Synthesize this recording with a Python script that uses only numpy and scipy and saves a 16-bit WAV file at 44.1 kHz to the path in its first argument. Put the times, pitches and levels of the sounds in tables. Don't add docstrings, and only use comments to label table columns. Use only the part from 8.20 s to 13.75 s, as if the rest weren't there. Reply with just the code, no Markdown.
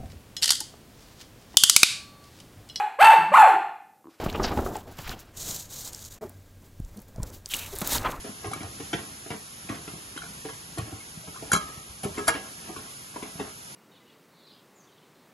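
import sys
import numpy as np
from scipy import signal
from scipy.fft import rfft, irfft
from scipy.io import wavfile
from scipy.ndimage import uniform_filter1d

SR = 44100
rng = np.random.default_rng(int(sys.argv[2]) if len(sys.argv) > 2 else 0)


def materialize(psi):
    bounded = np.clip(np.atleast_2d(psi).T, -1, 1)
    quanta = np.round(bounded * 32767).astype(np.int16)
    wavfile.write(sys.argv[1], SR, quanta)


def voltage_ratio(decibels):
    exponent = np.asarray(decibels, float) / 20
    return 10 ** exponent


N = 244710
RING = np.arange(16384) / SR


def evened(x):
    return x / np.sqrt(np.mean(x ** 2) + 1e-20)


def read(points, hz):
    table_hz, value = np.transpose(points)
    return np.interp(np.log(hz + 1), np.log(table_hz + 1), value)


def add(mix, start_s, sound):
    part = mix[max(round(start_s * SR), 0):][:len(sound)]
    part += sound[:len(part)]


def coloured(noise, points):
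    hz = np.fft.rfftfreq(len(noise), 1 / SR)
    return evened(irfft(rfft(noise) * voltage_ratio(read(points, hz)), len(noise)))


def smoothed(noise, span):
    return evened(uniform_filter1d(uniform_filter1d(noise, span), span))


def wobble(noise, span_s):
    return smoothed(noise, max(round(span_s * SR), 1))


def ringing(hz, t60):
    return voltage_ratio(-60 * RING / np.abs(t60)[:, None]) * np.sin(2 * np.pi * hz[:, None] * RING)


def burst(rise_s, fall_s):
    return (1 - np.exp(-RING / rise_s)) * np.exp(-RING / fall_s)


# freq_hz, likeness_0_to_1, hiss_left_lead_rad, pot_left_lead_rad
PORT_LIKENESS = [(0, .98, 0, 0), (120, .99, 0, 0), (280, .88, 0, -.1), (600, .35, -.3, -.3),
                 (1100, .25, -2.4, 1.6), (1800, .4, -3.1, .9), (2800, .25, -4.7, 1.4), (3700, .4, -6.3, 1),
                 (4600, .3, -6.3, .5), (5600, .25, -8.9, 0), (6200, .55, -12.5, -.1),
                 (6600, .75, -12.6, -.2), (7200, .5, -13.8, -1.2), (7750, .8, -15.4, -2.4),
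                 (9100, .72, -16, -2.8), (9750, .75, -17.2, -4.6), (10500, .82, -18.7, -6.2),
                 (13000, .99, -18.85, -9.9)]


def pair(first, second, column):
    hz = np.fft.rfftfreq(N, 1 / SR)
    ports = np.transpose(PORT_LIKENESS)
    same = np.clip(np.interp(hz, ports[0], ports[1]), 0, 1)
    lead_rad = np.interp(hz, ports[0], ports[column])
    blend = same * rfft(first) + np.sqrt(1 - same ** 2) * rfft(second)
    return np.array([first, irfft(blend * np.exp(-1j * lead_rad), N)])


# freq_hz, level_db_per_hz
HISS_COLOUR = [(25, -7), (60, -3), (150, 5.5), (300, -1.5), (600, -6.5), (1200, -2.5), (2500, -4.5),
               (3000, -4.5), (4000, -6), (5800, -4.5), (7500, -3.5), (8400, -1), (10500, -1.5), (11600, -6)]
# freq_hz, left_minus_right_db
HISS_LEAN = [
    (3000, 0),
    (4400, -2.5),
    (5300, -6.5),
    (5900, -6.5),
    (6300, -0.5),
    (7600, -2),
    (8200, 0.5),
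]
HISS_DB = -41.5


def hiss():
    lean_db = read(HISS_LEAN, np.fft.rfftfreq(N, 1 / SR))
    lean = voltage_ratio(np.array([[.5], [-.5]]) * lean_db)
    first, second, slow = rng.standard_normal((3, N))
    swell = voltage_ratio(0.7 * smoothed(slow, 9000))
    stereo = pair(coloured(first, HISS_COLOUR), coloured(second, HISS_COLOUR), column=2)
    return voltage_ratio(HISS_DB) * swell * irfft(rfft(stereo) * lean, N)


# start_s, grip_effort_db
GRIP = [(0.0, 10), (0.15, -7.5), (0.26, 6.5), (0.66, -0.5), (1.05, -7), (1.28, -23), (1.5, 1.5), (1.84, -6),
        (2.1, 1.5), (2.35, -4), (2.62, 2), (2.89, -9.5), (3.34, 4.5), (3.55, -10), (3.95, 9), (4.27, -21),
        (4.5, -3.5), (4.98, -26)]
# start_s, length_s, level_db
GASKET_SLIDES = [(0.04, 0.061, -57), (0.224, 0.22, -51), (0.78, 0.031, -46), (1.488, 0.038, -45),
                 (2.598, 0.14, -53.5), (3.357, 0.19, -52), (3.966, 0.14, -48.5), (4.12, 0.12, -47.5),
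                 (4.407, 0.24, -52.5), (4.93, 0.16, -54), (5.12, 0.049, -61), (5.175, 0.079, -47.5)]
# pitch_hz, level_db, t60_s
POT_MODES = [
    (284, 1.5, 0.049),
    (352, -1.5, 0.038),
    (422.8, -2.5, 0.11),
    (510, -34, 0.027),
    (647, -6, 0.051),
    (663, -5.5, 0.028),
    (751, -5, 0.037),
    (770, -18.5, 0.052),
    (884, -8, 0.023),
]
LID_HZ = [930, 1075, 1150, 1223, 1296, 1387, 1452, 1653, 2140, 2290, 2713, 2907, 3176, 3295, 4011, 4490,
          4791, 5582, 5841, 6471, 6767, 7420, 8420, 9540, 10080, 10700, 11150]
# struck_at_valve_db, struck_at_rim_db, t60_s
LID_MODES = [(-20, -3, 0.063), (-6, -12.5, 0.11), (-23, -9, 0.07), (-15, -14, 0.3), (-6.5, -17, 0.1),
             (-15, -23, 0.03), (-15.5, 3.5, 0.11), (-9.5, -16, 0.18), (-10.5, -9, 0.07), (-11.5, -14, 0.12),
             (-29, -16, 0.051), (-37, -31, 0.069), (-9.5, -26, 0.13), (-18.5, -17, 0.16),
             (-10.5, -38, 0.17), (-44, -20, 0.06), (-12, -18, 0.085), (-12, -11, 0.11), (-3, -32, 0.04),
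             (-10, -31, 0.09), (-21, -53, 0.16), (-5, -2.5, 0.076), (-27.5, -13.5, 0.046),
             (1.5, -17, 0.031), (-33, -21, 0.1), (-20.5, -3, 0.067), (-7, -19, 0.081)]
# freq_hz, level_db
SLAP_COLOUR = [
    (60, -6),
    (150, 13),
    (350, -5),
    (1000, 8),
    (3000, 4),
    (4000, -4),
    (7000, -8.5),
    (8500, -16.5),
    (11000, -8),
    (13000, -52),
]
RUMBLE_DB, SCRAPE_DB, SCRAPE_PER_GRIP = -50, -59, 0.74
SLIDE_RISE_S, SLIDE_FALL_S = 0.013, 0.047


def hands():
    t = np.arange(N) / SR
    rumble_noise, lump_noise, slip_noise = rng.standard_normal((3, N))
    grip_db = np.interp(t, *np.transpose(GRIP))
    lumps = voltage_ratio(3.5 * smoothed(lump_noise, 900))
    rumble_colour = [(30, 3.5), (70, 0.5), (110, -2.5), (160, 4.0), (250, -12.5), (400, -22.0)]
    rumble = evened(coloured(rumble_noise, rumble_colour) * lumps)
    slips = slip_noise * (rng.random(N) < 400 / SR)
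    low_lid = [(pitch, row[0], row[2]) for pitch, row in zip(LID_HZ[:8], LID_MODES)]
    hz, db, t60 = np.transpose(POT_MODES + low_lid)
    scrape = evened(signal.oaconvolve(slips, voltage_ratio(db) @ ringing(hz, 0.46 * t60))[:N])
    scrape += voltage_ratio(-3.5) * coloured(rng.standard_normal(N), SLAP_COLOUR) * lumps
    sliding = voltage_ratio(SCRAPE_DB + SCRAPE_PER_GRIP * grip_db)
    for start_s, length_s, slide_db in GASKET_SLIDES:
        rise = np.clip((t - start_s) / SLIDE_RISE_S, 0, 1)
        release = np.exp(-np.maximum(t - start_s - length_s, 0) / SLIDE_FALL_S)
        sliding = sliding + voltage_ratio(slide_db) * rise * release
    return voltage_ratio(RUMBLE_DB + grip_db) * rumble + sliding * scrape


def scuffed(sound, length_s):
    touches = np.zeros(round(2 * length_s * SR))
    touches[rng.integers(0, len(touches), size=5)] = 0.44 * rng.standard_normal(size=5)
    touches[len(touches) // 4] = 1
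    return signal.oaconvolve(sound, touches) / np.linalg.norm(touches)


# start_s, level_db, hardness_db
FINGER_TAPS = [(0.046, -26.5, -3), (0.064, -30, -5), (0.091, -32, -10), (0.245, -24, -2.5),
               (0.255, -31.5, -12), (0.405, -28, 1.5), (0.442, -32.5, 1), (0.599, -27.5, 0.5),
               (0.73, -16.5, 4.5), (0.746, -34, -13), (0.789, -36, 3), (1.062, -30.5, -3.5),
               (1.104, -21, 3.5), (1.138, -31, -4), (1.492, -29.5, 7), (1.505, -42, 3), (1.543, -31, -2),
               (1.677, -27, 2), (1.734, -31.5, -12), (1.78, -37, -12), (1.962, -38, 12), (2.031, -34, 2),
               (2.251, -24, -2.5), (2.291, -37, 10.5), (2.573, -25, -2), (2.582, -26.5, 3.5),
               (2.631, -48, -6), (2.677, -34, -20), (2.723, -29, -22), (2.764, -47, -6)]
# start_s, level_db, hardness_db
LID_JOLTS = [(3.077, -32, 1), (3.223, -25.5, -11), (3.27, -43, 5), (3.335, -21, 1.5), (3.364, -31, -1),
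             (3.839, -24.5, 0.5), (3.853, -23.5, -7), (3.978, -23, -2), (3.992, -25, -1), (4.094, -24, 10),
             (4.149, -23.5, 4.5), (4.169, -31, 1), (4.492, -25, -17), (4.565, -30, 4), (4.959, -28.5, 2),
             (5.026, -30, 7.5), (5.047, -34.5, -8), (5.151, -41, -10), (5.198, -25.5, 2), (5.208, -30, -2),
             (5.29, -49, 0)]
LID_DB, LID_PER_HARDNESS, SLAP_DB = -9, 0.31, -7
POT_SPREAD = 0.045


def knocks():
    out = np.zeros(N)
    pot_hz, pot_db, pot_t60 = np.transpose(POT_MODES)
    valve_db, rim_db, lid_t60 = np.transpose(LID_MODES)
    lid_hz = np.array(LID_HZ)
    press = np.sin(np.pi / 2 * np.clip(RING / 0.0016, 0, 1)) ** 2
    pot = ringing(pot_hz, 1.39 * pot_t60) * press
    lid = ringing(lid_hz, 0.14 * lid_t60) * (1 - np.exp(-RING / 0.00035))
    soft_db = np.minimum(valve_db, rim_db) - 6.2 * np.log2(lid_hz / 1000)
    slap_envelope = burst(0.0027, 0.0054) + 0.17 * burst(0.0048, 0.024)
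    for start_s, level_db, hard_db in FINGER_TAPS + LID_JOLTS:
        place, sign = rng.standard_normal((2, 40))
        skin = rng.standard_normal(len(RING))
        pot_weights = voltage_ratio(pot_db + 0.97 * place[:len(pot_db)]) * np.sign(sign[:len(pot_db)])
        body = np.interp(RING * (1 + POT_SPREAD * place[10]), RING, pot_weights @ pot)
        lid_weights = voltage_ratio(soft_db + 1.8 * place[-len(lid_hz):]) * np.sign(sign[-len(lid_hz):])
        metal = lid_weights @ lid
        sound = voltage_ratio(-3.5) * body / abs(body).max()
        sound += voltage_ratio(LID_DB + LID_PER_HARDNESS * hard_db) * metal / abs(metal).max()
        sound += voltage_ratio(SLAP_DB + hard_db) * coloured(skin, SLAP_COLOUR) * slap_envelope
        add(out, start_s - .003, scuffed(voltage_ratio(level_db) * sound, .006))
    return out


# start_s, peak_db, swing_hz
POT_ROCKS = [(0.048, -32.5, 285), (0.092, -34.5, 216), (0.255, -38, 109.5), (1.5, -38, 110),
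             (0.275, -39, 108), (0.407, -38.5, 166), (0.44, -39.5, 99), (0.491, -44.5, 108),
             (0.6, -41, 290), (0.745, -32, 160), (1.109, -38, 165), (2.728, -40.5, 103),
             (1.498, -29.5, 268), (1.521, -32.5, 300), (1.677, -44, 167), (1.736, -38, 157),
             (1.961, -40, 300), (2.587, -31, 122), (2.623, -37.5, 111), (2.973, -39, 166),
             (3.077, -42, 161), (3.225, -42, 160), (3.333, -25.5, 165), (3.348, -38, 187),
             (3.363, -33, 168), (3.573, -42.5, 127), (3.837, -39, 177), (3.851, -32.5, 152),
             (3.977, -44, 214), (5.027, -31.5, 286), (5.154, -40, 164), (5.199, -32, 226),
             (1.109, -31, 260), (3.851, -30, 200), (1.15, -39, 196)]


def rocks():
    out = np.zeros(N)
    for start_s, peak_db, hz in POT_ROCKS:
        add(out, start_s, voltage_ratio(peak_db + 9.0) * np.sin(2 * np.pi * hz * RING) * burst(0.001, 1.21 / hz))
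    return out


# start_s, peak_db,
# pitch_hz, length_cycles
TICKS_AND_TONES = [(0.243, -35, 2140, 6), (0.245, -32, 2570, 6), (0.257, -38, 2180, 8), (0.274, -30, 1070, 6.2),
                   (0.312, -41, 2100, 8), (0.335, -30, 2256, 18), (0.406, -34, 2200, 8), (0.429, -38, 2440, 10),
                   (0.73, -24, 3170, 10), (0.736, -20, 3050, 5.6), (1.103, -32, 2850, 12),
                   (1.489, -28, 2470, 9.4), (1.494, -33, 3320, 7.9), (1.498, -31.5, 1118, 19),
                   (1.511, -30, 1155, 13), (3.039, -48, 630, 20), (3.073, -40, 836, 3.3),
                   (3.145, -37, 1320, 8.4), (3.16, -35, 1470, 5.6), (3.159, -37, 1050, 13),
                   (3.171, -36, 1190, 7.7), (3.184, -42, 1190, 6), (3.222, -45, 800, 4.2),
                   (3.296, -37, 820, 8.1), (3.975, -31, 2120, 11), (3.98, -32, 2680, 17),
                   (3.988, -30.5, 1288, 55), (4.085, -22, 2160, 8.3), (4.094, -17.5, 2180, 8.7),
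                   (4.099, -18.5, 1266, 12), (4.141, -27, 2250, 12), (0.73, -31, 4800, 6),
                   (0.733, -23, 2240, 9.1), (1.106, -31, 3700, 6), (1.108, -32, 308, 4.9),
                   (2.251, -31.5, 290, 3.6), (2.25, -33, 910, 3.2), (3.332, -23, 2200, 34),
                   (3.333, -38, 4011, 52), (3.333, -24, 4790, 40), (3.332, -10.5, 6790, 23),
                   (3.351, -32, 4080, 50), (4.08, -17.5, 4620, 21), (4.082, -18, 9900, 33),
                   (4.962, -43, 2600, 8), (5.026, -34, 2820, 11), (5.195, -37, 2650, 22),
                   (5.198, -37, 3700, 22), (5.2, -35, 1940, 13)]
# start_s, peak_db, pitch_hz, length_cycles
MORE_TICKS_AND_TONES = [(0.271, -29, 10300, 20), (0.282, -34, 11000, 20), (0.334, -36, 10700, 20),
                        (0.73, -26, 6900, 10), (0.731, -30, 5600, 10), (0.731, -26, 780, 3.3),
                        (0.738, -28, 1500, 2.4), (0.744, -29, 435, 3.4), (1.104, -37, 870, 3),
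                        (1.107, -26.5, 2060, 5.5), (1.49, -30.5, 760, 2.5), (1.975, -32, 3200, 16),
                        (1.976, -34, 3950, 16), (1.988, -36, 3170, 25), (2.054, -38, 1510, 6),
                        (2.249, -32, 1210, 3.3), (2.287, -30, 1700, 3.6), (2.577, -36, 690, 2.6),
                        (2.584, -27.5, 690, 4.4), (2.595, -31, 1104, 12), (2.622, -46.5, 1654, 20),
                        (2.582, -35, 4260, 25), (2.584, -33, 7480, 40), (3.316, -24, 6700, 14),
                        (3.333, -24, 7450, 50), (3.345, -32, 3176, 90), (3.35, -25, 1290, 14), (0.334, -27, 1310, 2),
                        (5.03, -38, 3470, 12), (5.21, -42, 2750, 65), (4.081, -26, 5600, 10), (4.08, -26, 7450, 30),
                        (4.15, -38, 2780, 20), (3.334, -24, 8900, 20), (0.6, -33, 291, 5.8), (5.2, -38, 600, 5),
                        (3.84, -34, 2500, 8), (3.839, -37, 3280, 14), (3.848, -31, 1280, 7.7),
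                        (3.857, -24, 424, 2.7), (3.976, -31, 1500, 2), (4.081, -16, 1120, 1.5),
                        (4.086, -27, 5610, 25), (4.09, -30, 3300, 34), (4.094, -39, 6450, 50),
                        (4.141, -31, 3200, 15), (4.146, -41, 4350, 30), (4.128, -41, 5610, 51),
                        (4.155, -42, 3920, 25), (5.197, -25.5, 846, 5.2), (5.199, -26.5, 422, 6.6),
                        (5.199, -29.5, 1110, 7)]


def ticks():
    out = np.zeros(N)
    for start_s, peak_db, hz, cycles in TICKS_AND_TONES + MORE_TICKS_AND_TONES:
        add(out, start_s, voltage_ratio(peak_db) * np.sin(2 * np.pi * hz * RING) * burst(0.00073, cycles / hz))
    return out


# start_s, contact_peak_db, contact_hz, ring_db, tick_db
VALVE_HITS = [(0.314, -24, 780, -39, -33), (0.333, -15, 1220, -31, -26.5), (0.431, -31, 760, -37, -52),
              (1.976, -18.5, 1450, -39, -34), (2.019, -20, 1470, -36, -55), (2.039, -26, 1440, -44, -60),
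              (2.064, -28, 1470, -49, -56), (2.582, -47, 1040, -38, -29), (3.158, -37, 1210, -36.5, -55),
              (3.317, -2, 1470, -25.5, -17), (3.331, -22, 1676, -22, -10.5), (3.337, -6, 1204, -24.5, -24),
              (3.351, -6, 1280, -25.5, -42), (3.362, -7, 1270, -26.5, -24.5), (3.374, -26, 1270, -42, -47)]
# start_s, contact_peak_db, contact_hz, ring_db, tick_db
RIM_BRUSHES = [
    (4.071, -26, 1010, -27, -29),
    (4.079, -6, 1360, -26.5, -10.5),
    (4.080, -9, 660, -49, -51),
    (4.086, -12.5, 894, -26, -45),
    (4.089, -35, 614, -40, -43),
]
# start_s, contact_peak_db, contact_hz, ring_db, tick_db
LUG_HITS = [
    (3.832, -30, 750, -53, -25.5),
    (3.843, -44, 800, -37.5, -26),
    (3.983, -31, 1310, -36, -51),
    (4.084, -5, 1650, -27, -16.5),
    (4.093, -7, 1660, -37, -39),
    (4.138, -36, 1640, -34, -34),
    (4.562, -22, 1153, -41, -52),
    (4.964, -20, 1000, -42, -62),
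    (5.023, -25, 990, -41.5, -59),
]
# freq_hz, level_db
TICK_COLOUR = [
    (300, 0.5),
    (2000, -1),
    (4500, -4),
    (6000, -6.5),
    (7200, -2),
    (8500, 3),
    (10300, 5.5),
    (11800, -1.5),
    (13000, -44),
]
# from_s, to_s
PALM_OFF = (3.3, 4.12)
VALVE_PLACE, BRUSH_PLACE, RIM_PLACE = 0.037, 0.63, 0.75
ROUGH_S, RING_ROUGH = 0.0042, 0.75


def clinks():
    out = np.zeros(N)
    hz = np.array(LID_HZ)
    valve_db, rim_db, t60 = np.transpose(LID_MODES)
    free, held = ringing(hz, t60), ringing(hz, .4 * t60)
    tick_envelope = burst(0.0022, 0.0048) + 0.11 * burst(0.0055, 0.018)
    for hits, place in [(VALVE_HITS, VALVE_PLACE), (RIM_BRUSHES, BRUSH_PLACE), (LUG_HITS, RIM_PLACE)]:
        for start_s, peak_db, contact_hz, ring_db, tick_db in hits:
            chance, sign = rng.standard_normal((2, len(hz)))
            grit = rng.standard_normal(len(RING))
            weights = voltage_ratio(valve_db + place * (rim_db - valve_db) + 1.5 * chance) * np.sign(sign)
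            clack = np.sin(2 * np.pi * contact_hz * RING) * burst(0.0011, 4.04 / contact_hz)
            lid = free if PALM_OFF[0] < start_s < PALM_OFF[1] else held
            ring = weights @ lid * (1 - np.exp(-RING / 0.0011))
            ring *= 1 + RING_ROUGH * wobble(grit, ROUGH_S)
            tick = coloured(grit, TICK_COLOUR) * tick_envelope
            sound = voltage_ratio(peak_db - 2.5) * clack + voltage_ratio(ring_db - 0.5) * ring + voltage_ratio(tick_db + 0.5) * tick
            add(out, start_s, sound)
    return out


# start_s, level_db, pitch_hz, t60_s
LID_SINGS = [
    (3.34, -33, 1228, .7),
    (3.4, -42, 1190, .7),
    (3.36, -38, 1653, .2),
    (3.36, -41, 1800, .15),
    (3.995, -41, 1654, .8),
    (3.345, -34, 1298, .8),
    (3.335, -31, 2141, .12),
    (4.084, -34, 1654, .55),
    (2.8, -34, 2170, .12),
]
WAVER_S, WAVER_HZ, SING_ROUGH = 0.042, 3.7, 0.19


def singing():
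    out = np.zeros(N)
    for start_s, level_db, hz, t60 in LID_SINGS:
        drift, swell = rng.standard_normal((2, len(RING)))
        turns = np.cumsum(hz + WAVER_HZ * wobble(drift, WAVER_S)) / SR
        tone = voltage_ratio(level_db - 60 * RING / abs(t60)) * np.sin(2 * np.pi * turns)
        tone = tone * (1 + SING_ROUGH * wobble(swell, WAVER_S))
        add(out, start_s, tone * (1 - np.exp(-RING / 0.0053)))
    return out


# freq_hz, t60_s
KITCHEN_DECAY = [
    (100, .13),
    (250, .2),
    (500, .26),
    (1500, .22),
    (5000, .2),
    (12000, .13),
]


def kitchen(x):
    taps = np.zeros((2, SR // 2))
    jitter = rng.integers(0, 20, (2, (SR // 2 - 101) // 20))
    at = np.arange(100, SR // 2 - 20, 20) + jitter
    np.put_along_axis(taps, at, rng.choice([-1., 1.], at.shape), 1)
    hz, t, z = signal.stft(taps, SR, nperseg=256)
    decay = voltage_ratio(-60 * t / read(KITCHEN_DECAY, hz)[:, None])
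    tail = signal.istft(z * decay, SR, nperseg=256)[1]
    return signal.fftconvolve(x[None], tail / np.linalg.norm(tail[0]), axes=1)[:, :N]


def scene():
    dull = knocks() + rocks() + hands()
    bright = clinks() + singing() + ticks()
    dull = signal.sosfilt(signal.butter(2, 58, "high", fs=SR, output="sos"), dull)
    wet = kitchen(voltage_ratio(-5.5) * dull + voltage_ratio(-12.0) * bright)
    direct = dull + bright
    close = pair(direct + wet[0], 0.47 * direct + 1.53 * wet[1], column=3)
    return close * voltage_ratio(np.array([[.3], [-.3]])) + hiss()


def thinned(x, margin_db, lowest_hz):
    window = np.sqrt(signal.windows.hann(2048, sym=False))
    hz, t, z = signal.stft([x[0] + x[1], x[0] - x[1]], SR, window, 2048, 1024)
    power = abs(z[:, :1024]) ** 2
    bands = np.repeat(power.reshape(2, 128, 8, -1).mean(axis=2), 8, axis=1)
    around = np.exp(uniform_filter1d(np.log(bands.mean(axis=0) + 1e-20), size=48, axis=0))
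    treble = power[:, 300:].sum(axis=(0, 1))
    calm = treble < 1.8 * np.roll(treble, 1)
    weak = bands < around * voltage_ratio(2 * margin_db)
    z[:, :1024] *= ~(weak & (hz[:1024, None] > lowest_hz) & calm)
    both, apart = signal.istft(z, SR, window, 2048, 1024)[1][:, :N]
    return np.array([both + apart, both - apart]) / 2


def low_pass(x):
    return signal.sosfilt(signal.butter(12, 12840, fs=SR, output="sos"), x)


def record(dry):
    lean = signal.sosfilt(signal.butter(2, 45, "high", fs=SR, output="sos"), dry)
    limited = signal.oaconvolve(lean, signal.firwin(255, 11850, fs=SR)[None], "same")
    mix = thinned(limited, margin_db=-2.4, lowest_hz=1000)
    return low_pass(mix)


dry = scene()
out = record(dry)
materialize(out)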